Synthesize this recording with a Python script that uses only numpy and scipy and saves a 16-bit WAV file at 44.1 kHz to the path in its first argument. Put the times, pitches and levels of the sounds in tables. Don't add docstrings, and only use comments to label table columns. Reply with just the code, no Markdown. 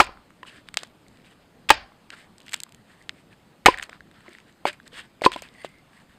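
import sys
import numpy as np
from scipy import signal
from scipy.io import wavfile
from scipy.ndimage import uniform_filter1d

SR = 44100
rng = np.random.default_rng(int(sys.argv[2]) if len(sys.argv) > 2 else 0)


def bounce(signal):
    frames = np.transpose(np.atleast_2d(signal))
    limited = np.clip(frames, -1, 1)
    pcm = np.round(limited * 32767).astype(np.int16)
    wavfile.write(sys.argv[1], SR, pcm)


def boost_factor(decibels):
    exponent = np.asarray(decibels, float) / 20
    return 10 ** exponent


N = 272538


def evened(x):
    return x / np.sqrt(np.mean(x ** 2) + 1e-20)


def read(points, hz):
    f, value = np.transpose(points)
    return np.interp(np.log(hz + 1), np.log(f + 1), value)


def add(mix, s, sound):
    part = mix[max(round(s * SR), 0):][:len(sound)]
    part += sound[:len(part)]


def colour(x, points):
    log_gain = np.log(boost_factor(read(points, abs(np.fft.fftfreq(4096, 1 / SR)))))
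    taps = np.fft.ifft(np.exp(np.conj(signal.hilbert(log_gain)))).real[:2048]
    return signal.oaconvolve(x, taps)[:len(x)]


def filtered(x, order, hz, kind):
    return signal.sosfilt(signal.butter(order, hz, kind, fs=SR, output="sos"), x)


def ring(hz, t60, size=4096):
    t = np.arange(size) / SR
    swell = 1 - np.exp(-t * hz * 3)
    return boost_factor(-60 * t / max(t60, 1e-3)) * np.sin(2 * np.pi * hz * t) * swell


def struck(modes, contact_ms):
    body = sum(boost_factor(db) * ring(hz, t60) for hz, db, t60 in modes)
    t = np.arange(128) / SR * 1000 / contact_ms
    body = np.convolve(body, np.sin(np.pi * np.minimum(t, 1)))
    return body / abs(body).max()


def shake(level_db):
    t = np.arange(SR // 2) / SR
    wobble = filtered(rng.standard_normal(len(t)), 2, [22, 65], "bandpass")
    return boost_factor(level_db - 60 * t / .5) * evened(wobble) * np.minimum(t / 0.016, 1)


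def grit(size, per_s, spread_db):
    chance, height, sign = rng.random((size, 3)).T
    clicks = (chance < per_s / SR) * boost_factor(-spread_db * np.log(height + 0.0041))
    return evened(clicks * np.sign(sign - .5))


# (time [s], blow level [dB], tearing level [dB], tearing t60 [s], ground shake [dB])
BITES = [
    (.0014, 6, -10, 0.065, -39),
    (1.7032, 9.5, -5.5, 0.05, -41),
    (3.6594, 13.5, -1.5, .045, -46.5),
]
# (pitch [Hz], t60 [s], level at blow 1, 2, 3 [dB])
LOG_NOTES = [(69, 0.061, -20.5, -20.5, -20.5), (352, 0.038, -17, -11.5, -13.5), (471, 0.048, -17, -17, -13),
             (590, 0.064, -13, -15, -13), (770, 0.049, -12, -17.5, -17), (870, 0.039, -16, -15, -18.5),
             (1000, 0.056, -8, -13, -14), (1100, 0.02, -6, -5, -6.5), (1227, 0.029, -1.5, -2, 0),
             (1362, 0.02, -6.5, -2, -0.5), (1650, 0.041, -8, -6, -7), (1830, 0.048, -9.5, -9, -5),
             (2226, 0.034, -8, -12, -3.5), (2353, 0.014, -3, -7, -6.5), (2526, 0.042, -9, -7, -7.5),
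             (2900, .04, -9.5, -11, -9), (3100, 0.056, -14, -13, -10), (4030, 0.039, -19, -16.5, -16),
             (4270, 0.031, -21, -15.5, -19.5)]
GRIP_SHARE = [.9, 0.84, .8]
# (pitch [Hz], level [dB])
TEAR_COLOUR = [(200, -25.5), (700, -5), (1500, -3), (2500, -3.5), (4500, -8), (8000, -17.5), (15600, -24.5)]


def bites():
    wood, ground = np.zeros((2, N))
    t = np.arange(8192) / SR
    for k, (s, db, tear_db, tear_t60, shake_db) in enumerate(BITES):
        modes = [(hz, levels[k], GRIP_SHARE[k] * t60) for hz, t60, *levels in LOG_NOTES]
        add(wood, s, boost_factor(db) * struck(modes, contact_ms=0.18))
        tearing = evened(colour(grit(len(t), per_s=5000, spread_db=4.0), TEAR_COLOUR))
        add(wood, s, boost_factor(tear_db - 60 * t / tear_t60) * tearing)
        add(ground, s, shake(shake_db))
    return wood, ground


# (time [s], blow level [dB], contact [ms], ground shake [dB])
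LANDINGS = [
    (.4308, -30, 0.13, -76),
    (3.682, -5.5, 0.82, -47),
    (3.6841, 3.5, 0.94, -51),
    (5.2624, 5.5, 0.73, -45.5),
    (5.3609, -21, 1, -73.5),
    (0.091, -29.5, 1, -80),
]
# (pitch [Hz], level [dB], t60 [s])
STUMP_NOTES = [(213, -35, 0.02), (347, -12.5, 0.051), (433, 0, 0.016), (522, -1.5, 0.025),
               (770, -9.5, 0.008), (1015, -1, 0.055), (1140, -12, 0.045), (1020, 7, 0.024),
               (1600, -18, 0.027), (2500, -17, .02)]


def landings():
    stump, ground = np.zeros((2, N))
    for s, db, contact_ms, shake_db in LANDINGS:
        add(stump, s, boost_factor(db) * struck(STUMP_NOTES, contact_ms))
        add(ground, s, shake(shake_db))
    return filtered(stump, 1, 90, "highpass"), ground


# (time [s], level [dB], pitch [Hz], t60 [s],
# swell [ms])
BOOMS = [(.0015, 6, 1270, .014, .4), (.0025, 2, 2350, .012, .8), (1.712, -17, 300, .04, 3),
         (.0055, 3, 840, .024, 2.2), (.013, -10.5, 365, 0.028, 3), (1.7052, 12, 855, .018, 2),
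         (1.712, -19.5, 884, .11, 4), (1.7031, -16.5, 105, 0.047, .6), (1.709, -8, 1666, 0.026, 1.7),
         (1.7031, -3, 4660, .012, .4), (1.7038, -1, 2700, .012, .4), (1.712, -22, 2500, .08, 3),
         (3.6635, 13, 790, .019, 2.9), (3.674, -14, 400.9, .03, 2.2), (5.2615, -6, 357.3, .028, 1),
         (.009, -7, 1035, 0.041, 1.5), (4.6565, -20.5, 568, 0.069, 1), (4.668, -25, 370, 0.07, 3.6),
         (4.688, -27.5, 600, 0.053, 4), (5.2186, -5.5, 600, 0.0085, 0.28), (5.2395, -15, 450, .01, .5),
         (5.275, -29, 370, .09, 4), (5.652, -39.5, 366, 0.073, 2), (3.6655, -4, 2290, 0.024, 1)]


def booms():
    out, t = np.zeros(N), np.arange(4096) / SR
    for s, db, hz, t60, swell_ms in BOOMS:
        add(out, s, boost_factor(db) * ring(hz, t60) * (1 - np.exp(-1000 * t / swell_ms)))
    return out


# (time [s], level [dB], pitch [Hz], second pitch [Hz], its level [dB])
KNOCKS = [
    (2.132, -38.5, 1403, 349.6, 1.5),
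    (4.282, -34, 354, 544.2, -0.5),
    (4.928, -40, 495, 1000, -11.5),
    (5.2215, -26, 584, 355, -8),
]
# (time [s], level [dB], pitch [Hz], second pitch [Hz], its level [dB])
SLAPS = [(1.92, -36, 1100, 698.6, -9), (5.244, -15, 910, 1694, 0), (5.249, -8, 485, 1000, -10),
         (0.7718, -14, 770, 485, -24), (0.8323, -26.5, 710, 1102, 7.5), (2.541, -27, 634, 880, -24),
         (3.8934, -31.5, 620, 1080, 12), (4.654, 1.5, 815, 520, 0.5), (5.3608, -13.5, 620, 302.4, 3),
         (5.4221, -22.5, 620, 906, -29), (5.6465, -11.5, 606, 366, -5.5)]
# (pitch [Hz], level [dB])
RUB_COLOUR = [(300, -9.5), (520, -14.5), (1000, -13.5), (1700, 0), (2300, -1.5), (3000, -5), (3700, -5),
              (5200, -16), (8300, -24), (15600, -22)]


def knocks_and_slaps():
    out, t = np.zeros(N), np.arange(8192) / SR
    for rows, t60 in ((KNOCKS, 0.048), (SLAPS, 0.0081)):
        for s, db, hz, second_hz, second_db in rows:
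            rattle = evened(colour(grit(len(t), per_s=4500, spread_db=-1.5), RUB_COLOUR))
            add(out, s, boost_factor(db - 24.5 - 60 * t / 0.011) * rattle)
            notes = ring(hz, t60) + boost_factor(second_db) * ring(second_hz, 0.32 * t60)
            add(out, s, boost_factor(db) * notes)
    return filtered(out, 2, 240, "highpass")


# (pitch [Hz], level [dB])
CRACK_COLOUR = [(1000, -28.5), (4000, -7.5), (7800, -1.5), (10000, -10.5), (13000, -9.5), (16000, -24)]


def snaps(rows):
    out, t = np.zeros(N), np.arange(1024) / SR
    for s, db, hz, crack_db in rows:
        noise = rng.standard_normal((2, len(t)))
        near = np.array([.7, 1.35, 1.8]) * rng.uniform(0.79, 1.3, 3)
        sharp = np.clip((crack_db + 35.5) / 22, 0, 1)
        t60 = .011 - 0.0072 * sharp
        splinter = (1 - 0.31 * sharp) * ring(hz, t60, size=1024)
        splinter += 2.0 * sharp * ring(1.1 * hz, 0.0011, size=1024)
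        for ratio, way in zip(near, (-1, -1, 1)):
            splinter += 0.32 * sharp * way * ring(min(hz * ratio, 5400), t60, size=1024)
        splinter *= 1 - np.exp(-t / (0.00025 * (1 - sharp) + 1 / SR))
        crack = colour(noise[0] * boost_factor(-60 * t / 0.0065), CRACK_COLOUR)
        crack *= boost_factor(crack_db + 2.5) / abs(crack).max()
        fuzz = boost_factor(-17.0 + 7.8 * sharp - 60 * t / 0.011) * evened(colour(noise[1], RUB_COLOUR))
        add(out, s, boost_factor(db) * (1.5 * splinter + crack + fuzz))
    return filtered(out, 2, 700, "highpass")


# (start [s], end [s], peak level [dB])
CREAKS = [
    (0.668, 0.683, -47.5),
    (1.159, 1.27, -46),
    (5.99, 6.04, -51.5),
    (2.54, 2.572, -47),
    (4.145, 4.187, -60),
    (4.82, 4.87, -49.5),
]


def creaks(count):
    low_hz, high_hz = 1800, 4600
    rows = []
    for start, end, db in CREAKS:
        place, size, tone = rng.random((count, 3)).T
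        s = start + (end - start) * (np.arange(count) + place) / count
        rows += zip(s, db - 6 * size, low_hz * (high_hz / low_hz) ** tone)
    return rows


# (time [s], peak level [dB], splinter pitch [Hz])
SLIPS = [(.1729, -37.5, 1384), (.4305, -28, 1860), (.4325, -33.5, 2900), (.4512, -36, 1318),
         (1.0651, -46, 2126), (1.2455, -49.5, 2263), (1.8184, -38, 1140), (2.107, -40, 2760),
         (2.4816, -31, 2030), (2.6653, -38, 1100), (3.0146, -42.5, 2004), (3.3282, -42, 2512),
         (3.653, -36.5, 2002), (3.679, -10.5, 1900), (3.71, -26.5, 2450), (3.7408, -19, 2040),
         (3.7438, -17.5, 1830), (3.7813, -25, 1830), (3.7972, -19, 1830), (3.839, -33, 4350),
         (3.9296, -29, 1640), (4.0064, -30, 1640), (4.2814, -33.5, 2064), (4.3499, -32.5, 1930),
         (4.656, -15, 2310), (4.8003, -33, 1623), (5.212, -33, 2273), (5.2375, -15, 2070),
         (5.344, -27, 3350), (5.5497, -41.5, 2160)]
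# (time [s], peak level [dB], splinter pitch [Hz])
SNAPS = [(.0164, -26, 3520), (.032, -25, 2600), (.687, -23.5, 2200), (.7716, -24, 2150), (.7732, -12, 3300),
         (.838, -34, 1760), (.7894, -27.5, 4030), (1.6895, -17, 2687), (1.6939, -9.5, 3200),
         (1.718, -21.5, 2193), (2.1042, -27, 2210), (2.4677, -38, 1880), (2.4923, -33.5, 2950),
         (2.5399, -11.5, 2170), (2.5443, -21, 2670), (3.0934, -48, 3070), (3.7746, -23.5, 1934),
         (3.7857, -20, 1830), (3.8117, -31.5, 1740), (3.8275, -17, 1880), (3.8955, -26.5, 2198),
         (4.2065, -38, 1837), (4.3853, -33.5, 1960), (5.2203, -21.5, 1700), (5.2623, -19, 2310),
         (5.3183, -19, 1450), (5.33, -24, 2500), (5.3367, -27, 3200), (5.3624, -22, 1350),
         (5.6478, -25, 1140)]
# (time [s], peak level [dB], splinter pitch [Hz])
BREAKS = [(.043, -32, 2387), (.048, -36, 2440), (.3039, -56, 1210), (.7421, -24.5, 1900),
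          (.7437, -33, 2480), (1.083, -45, 3980), (.8345, -27, 1300), (.8724, -45, 1790),
          (1.743, -35.5, 4457), (2.3823, -41.5, 4920), (2.403, -39.5, 3140), (2.4636, -41, 3220),
          (2.4941, -34, 3310), (2.5125, -42.5, 4700), (2.5221, -30.5, 1940), (2.5328, -22.5, 1948),
          (2.5354, -22, 2040), (2.5423, -13, 3270), (2.5747, -45, 1106), (2.6028, -27, 3930),
          (2.6348, -23.5, 4500), (2.6924, -46.5, 3000), (2.7225, -40, 2990), (2.7465, -37, 3100),
          (3.0246, -49, 4500), (3.8345, -28, 1427), (4.7305, -39.5, 1608), (4.8778, -35.5, 4030),
          (5.4212, -27, 1110), (5.785, -53, 4390)]


def fibres():
    kinds = (SLIPS, -30), (SNAPS, -14.5), (BREAKS, -0.5), (creaks(count=4), -12)
    return snaps([(*row, crack_db) for rows, crack_db in kinds for row in rows])


# (time [s], peak level [dB], splinter pitch
# [Hz], crack over the ring [dB])
TICKS = [(.305, -38, 1218, -23), (.366, -50, 980, -28), (1.691, -21, 1292, -28), (1.7, -23, 3300, -25),
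         (1.731, -22.5, 2620, -29.5), (2.413, -41, 3000, -22), (2.4185, -49, 4000, 1),
         (2.431, -52, 4800, 0), (2.454, -54, 4000, -6), (2.4725, -49, 2500, -2), (2.482, -30, 3170, -12.5),
         (2.5175, -42, 3000, 1), (2.527, -45.5, 4600, -2), (2.555, -37, 1800, -16), (2.563, -43, 4500, 7),
         (2.59, -47, 3000, -4), (2.618, -48, 4800, 2), (2.689, -43.5, 1200, -29), (3.687, -14.5, 2700, -28),
         (3.825, -23, 3050, -19), (3.8392, -32, 2607, -12), (4.0728, -48, 1395, -17),
         (4.1132, -41.5, 1600, -11), (4.262, -37, 1100, -31), (4.2688, -44, 1580, -29),
         (4.292, -49, 5230, 3.5), (4.3292, -41, 2190, -22), (4.333, -45.5, 4000, 2),
         (4.402, -41.5, 2730, -12), (4.4719, -48, 2290, -20), (4.4923, -47, 1700, -24.5),
         (4.5255, -53, 3000, 3), (4.6713, -14, 1977, -20), (4.6775, -19, 2310, -7),
         (4.6855, -19, 2500, -13), (5.46, -41, 2000, -15), (5.488, -40, 3500, -13.5),
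         (5.54, -50.5, 4600, -2), (5.69, -53, 5000, 6), (5.8986, -51, 1500, -24),
         (5.9325, -42.5, 1773, -24), (5.969, -56, 5000, -1), (5.9769, -46, 1932, -27),
         (6.0962, -46.5, 1680, -24), (3.0942, -29, 2302, -22), (5.2612, -7.5, 2500, -29),
         (5.253, -13, 3300, -18), (.7722, -24, 3300, -16.5), (1.173, -51, 3400, -14),
         (1.27, -46, 2650, -25),
         (0.02, -24, 2900, -12), (.027, -28, 3700, -10), (0.057, -32, 2700, -21.5),
             (.066, -36, 3000, -11), (.0705, -31.5, 2300, -28), (1.74, -32, 1100, -14),
             (1.7455, -31.5, 1500, -26), (1.754, -34, 2500, -26), (5.2398, -19, 1730, -28.5),
             (5.2525, -18, 1800, -28), (4.7316, -38.5, 2400, -30.5), (3.0979, -40, 2000, -20),
             (3.106, -44, 2300, -25), (5.3375, -24, 3300, -30.5), (5.395, -44, 3000, -3),
             (.849, -40, 3300, -22), (3.711, -28, 1050, -32), (.043, -30, 1050, -32)]


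def ticks():
    return snaps(TICKS)


# (time [s], peak level [dB], lowest pitch [Hz], highest pitch [Hz])
CLICKS = [(0.4305, -38, 900, 5000), (.687, -32, 1510, 9000), (0.742, -27, 1500, 9060),
          (0.7717, -2, 1500, 6460), (0.8332, -20, 2200, 6500), (2.1036, -24, 1500, 6000),
          (1.6939, -6, 1800, 5500), (2.5438, -16, 2500, 12960), (2.6029, -23, 3300, 14100),
          (2.635, -13.5, 4200, 14540), (3.0937, -11.5, 1530, 4200), (3.8277, -19, 2000, 7900),
          (3.8343, -30, 3480, 9000), (5.2444, -8.5, 600, 2500), (5.2604, -5.5, 500, 3500),
          (1.7048, 2, 10000, 15000)]


def clicks():
    out, impulse = np.zeros(N), np.zeros(4096)
    impulse[0] = 1
    for s, db, low_hz, high_hz in CLICKS:
        click = filtered(impulse, 2, [low_hz, high_hz], "bandpass")
        add(out, s, boost_factor(db) * click / abs(click).max())
    return out


# (start [s], length [s], level [dB], main pitch [Hz])
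JOLTS = [
    (.772, 0.15, -43, 3540),
    (1.69, 0.051, -21.5, 2990),
    (2.534, 0.14, -48, 3040),
    (3.673, 0.098, -25, 2320),
    (4.131, 0.6, -57.5, 1388),
    (4.727, 0.049, -47, 2390),
    (5.22, 0.059, -40, 4500),
    (5.319, 0.03, -36.5, 3300),
    (5.422, 0.11, -43.5, 2500),
]
# (start [s], length [s], level [dB], main pitch [Hz])
DRAGS = [(.452, 0.095, -45, 2840), (2.139, 0.17, -50, 2009), (4.27, 0.23, -55.5, 1996),
         (4.657, 0.066, -26, 2500), (4.905, 0.18, -45, 3200), (5.235, 0.023, -27, 1800),
         (5.243, 0.034, -20.5, 4140), (5.323, 0.053, -38.5, 3340), (5.362, 0.075, -44.5, 3000),
         (5.47, 0.44, -60, 2560), (6.07, 0.19, -62, 1900)]
# (start [s], length [s], level [dB], main pitch [Hz])
SWEEPS = [(.47, .17, -51, 1780), (1.05, .21, -64, 1900), (1.225, 0.081, -55.5, 2693),
          (1.285, 0.067, -56.5, 3000), (2.105, 0.061, -44, 1600), (2.381, 0.27, -58, 3026),
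          (2.845, .14, -56.5, 1800), (2.935, .155, -60.5, 1900), (3.12, 0.12, -59, 2200),
          (3.29, 0.07, -56.5, 1672), (3.785, 0.1, -46.5, 1930), (3.885, 0.11, -52, 1270),
          (4.235, .075, -52.5, 1200), (4.45, .08, -59, 1800), (4.852, 0.037, -49.5, 1800),
          (4.94, 0.089, -40.5, 1800), (4.955, .075, -42, 2900), (5.01, 0.073, -55, 1708),
          (5.625, 0.054, -44.5, 2980), (5.876, 0.2, -57, 1900)]
# (pitch [Hz], level [dB])
PATCHES = [(600, -17), (1100, -16), (1700, -2), (2300, -11), (3000, -5), (3700, -11), (4600, -10),
           (5200, -16.5)]
# (pitch [Hz], level [dB])
FINE_GRIT = [(7300, -19.5), (8300, -17), (9000, -19), (11000, -20.5), (13500, -25.5)]


def rub(start_peak, hold, length, db, main_hz):
    t = np.arange(0, length, 1 / SR)
    bright_db = 4 + 16.5 * min(np.log2(main_hz / 1900), 0) - 0.2 * (db + 49.5)
    patches = [(main_hz, 0)] + PATCHES + [(hz, gain_db + bright_db) for hz, gain_db in FINE_GRIT]
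    rasp = np.zeros(len(t))
    for hz, gain_db in patches:
        plucks = grit(len(t), per_s=1500, spread_db=3.5)
        note = signal.oaconvolve(plucks, ring(hz, 9 / hz, size=512))[:len(t)]
        rasp += boost_factor(gain_db) * evened(note)
    away = np.interp(t, [0, start_peak * length, length], [1, 0, 1])
    return boost_factor(db - 32 * away ** hold) * evened(rasp)


def rubbing():
    out = np.zeros(N)
    for rows, peak, hold in ((JOLTS, 0.016, 1.3), (DRAGS, 0.212, 2), (SWEEPS, .51, 2.5)):
        for start, length, db, main_hz in rows:
            add(out, start, rub(peak, hold, length, db, main_hz))
    return out


# (time [s], level [dB], pitch [Hz])
SLIDE = [
    (5.46, -65.5, 2110),
    (5.55, -62.5, 1975),
    (5.59, -50, 1980),
    (5.62, -46, 2015),
    (5.645, -63, 2050),
    (5.69, -58, 2090),
    (5.73, -62.5, 2090),
    (5.78, -58.5, 2103),
    (5.83, -69, 2093),
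]
# (pitch ratio [x], width [Hz], level [dB])
HEAD_NOTES = [(1, 75, 0), (1.63, 110, -20), (2.22, 110, -18), (4.37, 130, -18)]


def singing_head():
    out = np.zeros(N)
    s, db, pitch = np.transpose(SLIDE)
    t = np.arange(s[0], s[-1], 1 / SR)
    slips, song = grit(len(t), per_s=1600, spread_db=3.0), np.zeros(len(t))
    for ratio, width, mode_db in HEAD_NOTES:
        turn = np.exp(2j * np.pi * np.cumsum(ratio * np.interp(t, s, pitch)) / SR)
        kept = np.exp(-np.pi * width / SR)
        song += boost_factor(mode_db) * evened((turn * signal.lfilter([1], [1, -kept], slips / turn)).real)
    add(out, s[0], boost_factor(np.interp(t, s, db)) * song * signal.windows.tukey(len(t), .1))
    return out


# (time [s], level [dB])
PINGS = [
    (4.656, -32.5),
    (5.2187, -39),
    (5.2505, -20.5),
    (5.2633, -24),
]
# (pitch [Hz], level [dB], t60 [s])
STEEL_NOTES = [(4490, 0, 0.045), (3300, -13, .08), (6760, -17.5, 0.056), (8480, -8.5, 0.035),
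               (9350, -9, 0.032), (11440, -13.5, .04)]


def pings():
    out = np.zeros(N)
    for s, db in PINGS:
        add(out, s, boost_factor(db) * struck(STEEL_NOTES, contact_ms=.05))
    return out


# (pitch [Hz], t60 [s])
TREE_DECAY = [(200, 0.18), (800, 0.48), (2500, 0.27), (5000, 0.28), (10000, 0.069)]


def trees(x):
    taps = np.zeros(SR // 2)
    at = np.arange(200, len(taps) - 20, 20)
    taps[at + rng.integers(0, 20, len(at))] = rng.choice([-1., 1.], len(at))
    clumps = evened(uniform_filter1d(rng.standard_normal(len(taps)), size=250))
    taps *= boost_factor(1.6 * clumps)
    hz, t, z = signal.stft(taps, SR, nperseg=256)
    tail = signal.istft(z * boost_factor(-60 * t / read(TREE_DECAY, hz)[:, None]), SR, nperseg=256)[1]
    return signal.fftconvolve(x, tail / np.linalg.norm(tail))[:N]


# (time [s], level [dB])
FRONTS = [
    (0.0018, 2.5),
    (1.704, 8),
    (3.66, 4),
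    (5.262, -8),
    (4.655, -13),
    (1.4, -30),
    (1.8, -30),
    (4.3, -26),
]
# (pitch [Hz], level [dB])
SCATTER_COLOUR = [(200, -18), (900, -0.5), (1400, -2.5), (1900, -1), (2600, 2.5), (3600, -6), (4900, -4),
                  (9000, -20)]


def echo(near):
    fronts = np.zeros(N)
    for s, db in FRONTS:
        add(fronts, s, np.array([boost_factor(db)]))
    return trees(colour(fronts, SCATTER_COLOUR) + boost_factor(-36) * near)


# (pitch [Hz], level [dB])
AIR_COLOUR = [(20, -14), (50, -9.5), (100, -3.5), (210, -0.5), (400, -8.5), (800, -12), (1800, -18),
              (4000, -23.5), (8000, -32), (12500, -28.5), (15600, -33.5)]


def air():
    frames, hz = N // 256 + 5, np.fft.rfftfreq(1024, 1 / SR)
    a, b, patches = rng.standard_normal((frames, 513, 3)).T
    patches = evened(uniform_filter1d(uniform_filter1d(patches, 10, 0), 12, 1))
    depth_db = 1.47 + 0.42 * np.exp(-hz / 500)
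    z = (a + 1j * b) * boost_factor(read(AIR_COLOUR, hz)[:, None] + depth_db[:, None] * patches)
    return boost_factor(-55.5) * evened(signal.istft(z, nperseg=1024, noverlap=768)[1][:N])


def scene():
    wood, bite_ground = bites()
    stump, landing_ground = landings()
    near = wood + stump + booms() + knocks_and_slaps()
    near += fibres() + clicks() + rubbing() + singing_head() + pings()
    return (near + echo(near) + bite_ground + landing_ground + ticks() + air())[None]


def top_cut(x):
    return signal.sosfilt(signal.butter(12, 15700, fs=SR, output="sos"), x)


# (pitch [Hz], level [dB])
MIC_COLOUR = [(5000, -1), (5500, -4.5), (5750, -13), (6050, -3.5), (6900, -3), (7600, 0), (8400, 2.5),
              (9200, -3.5), (10200, -7.5), (12500, -7.5), (15500, -8.5), (15800, -30.5)]


def record(dry):
    x = colour(dry[0], MIC_COLOUR)
    return top_cut(np.clip(x, -1, 1)[None])


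dry = scene()
out = record(dry)
bounce(out)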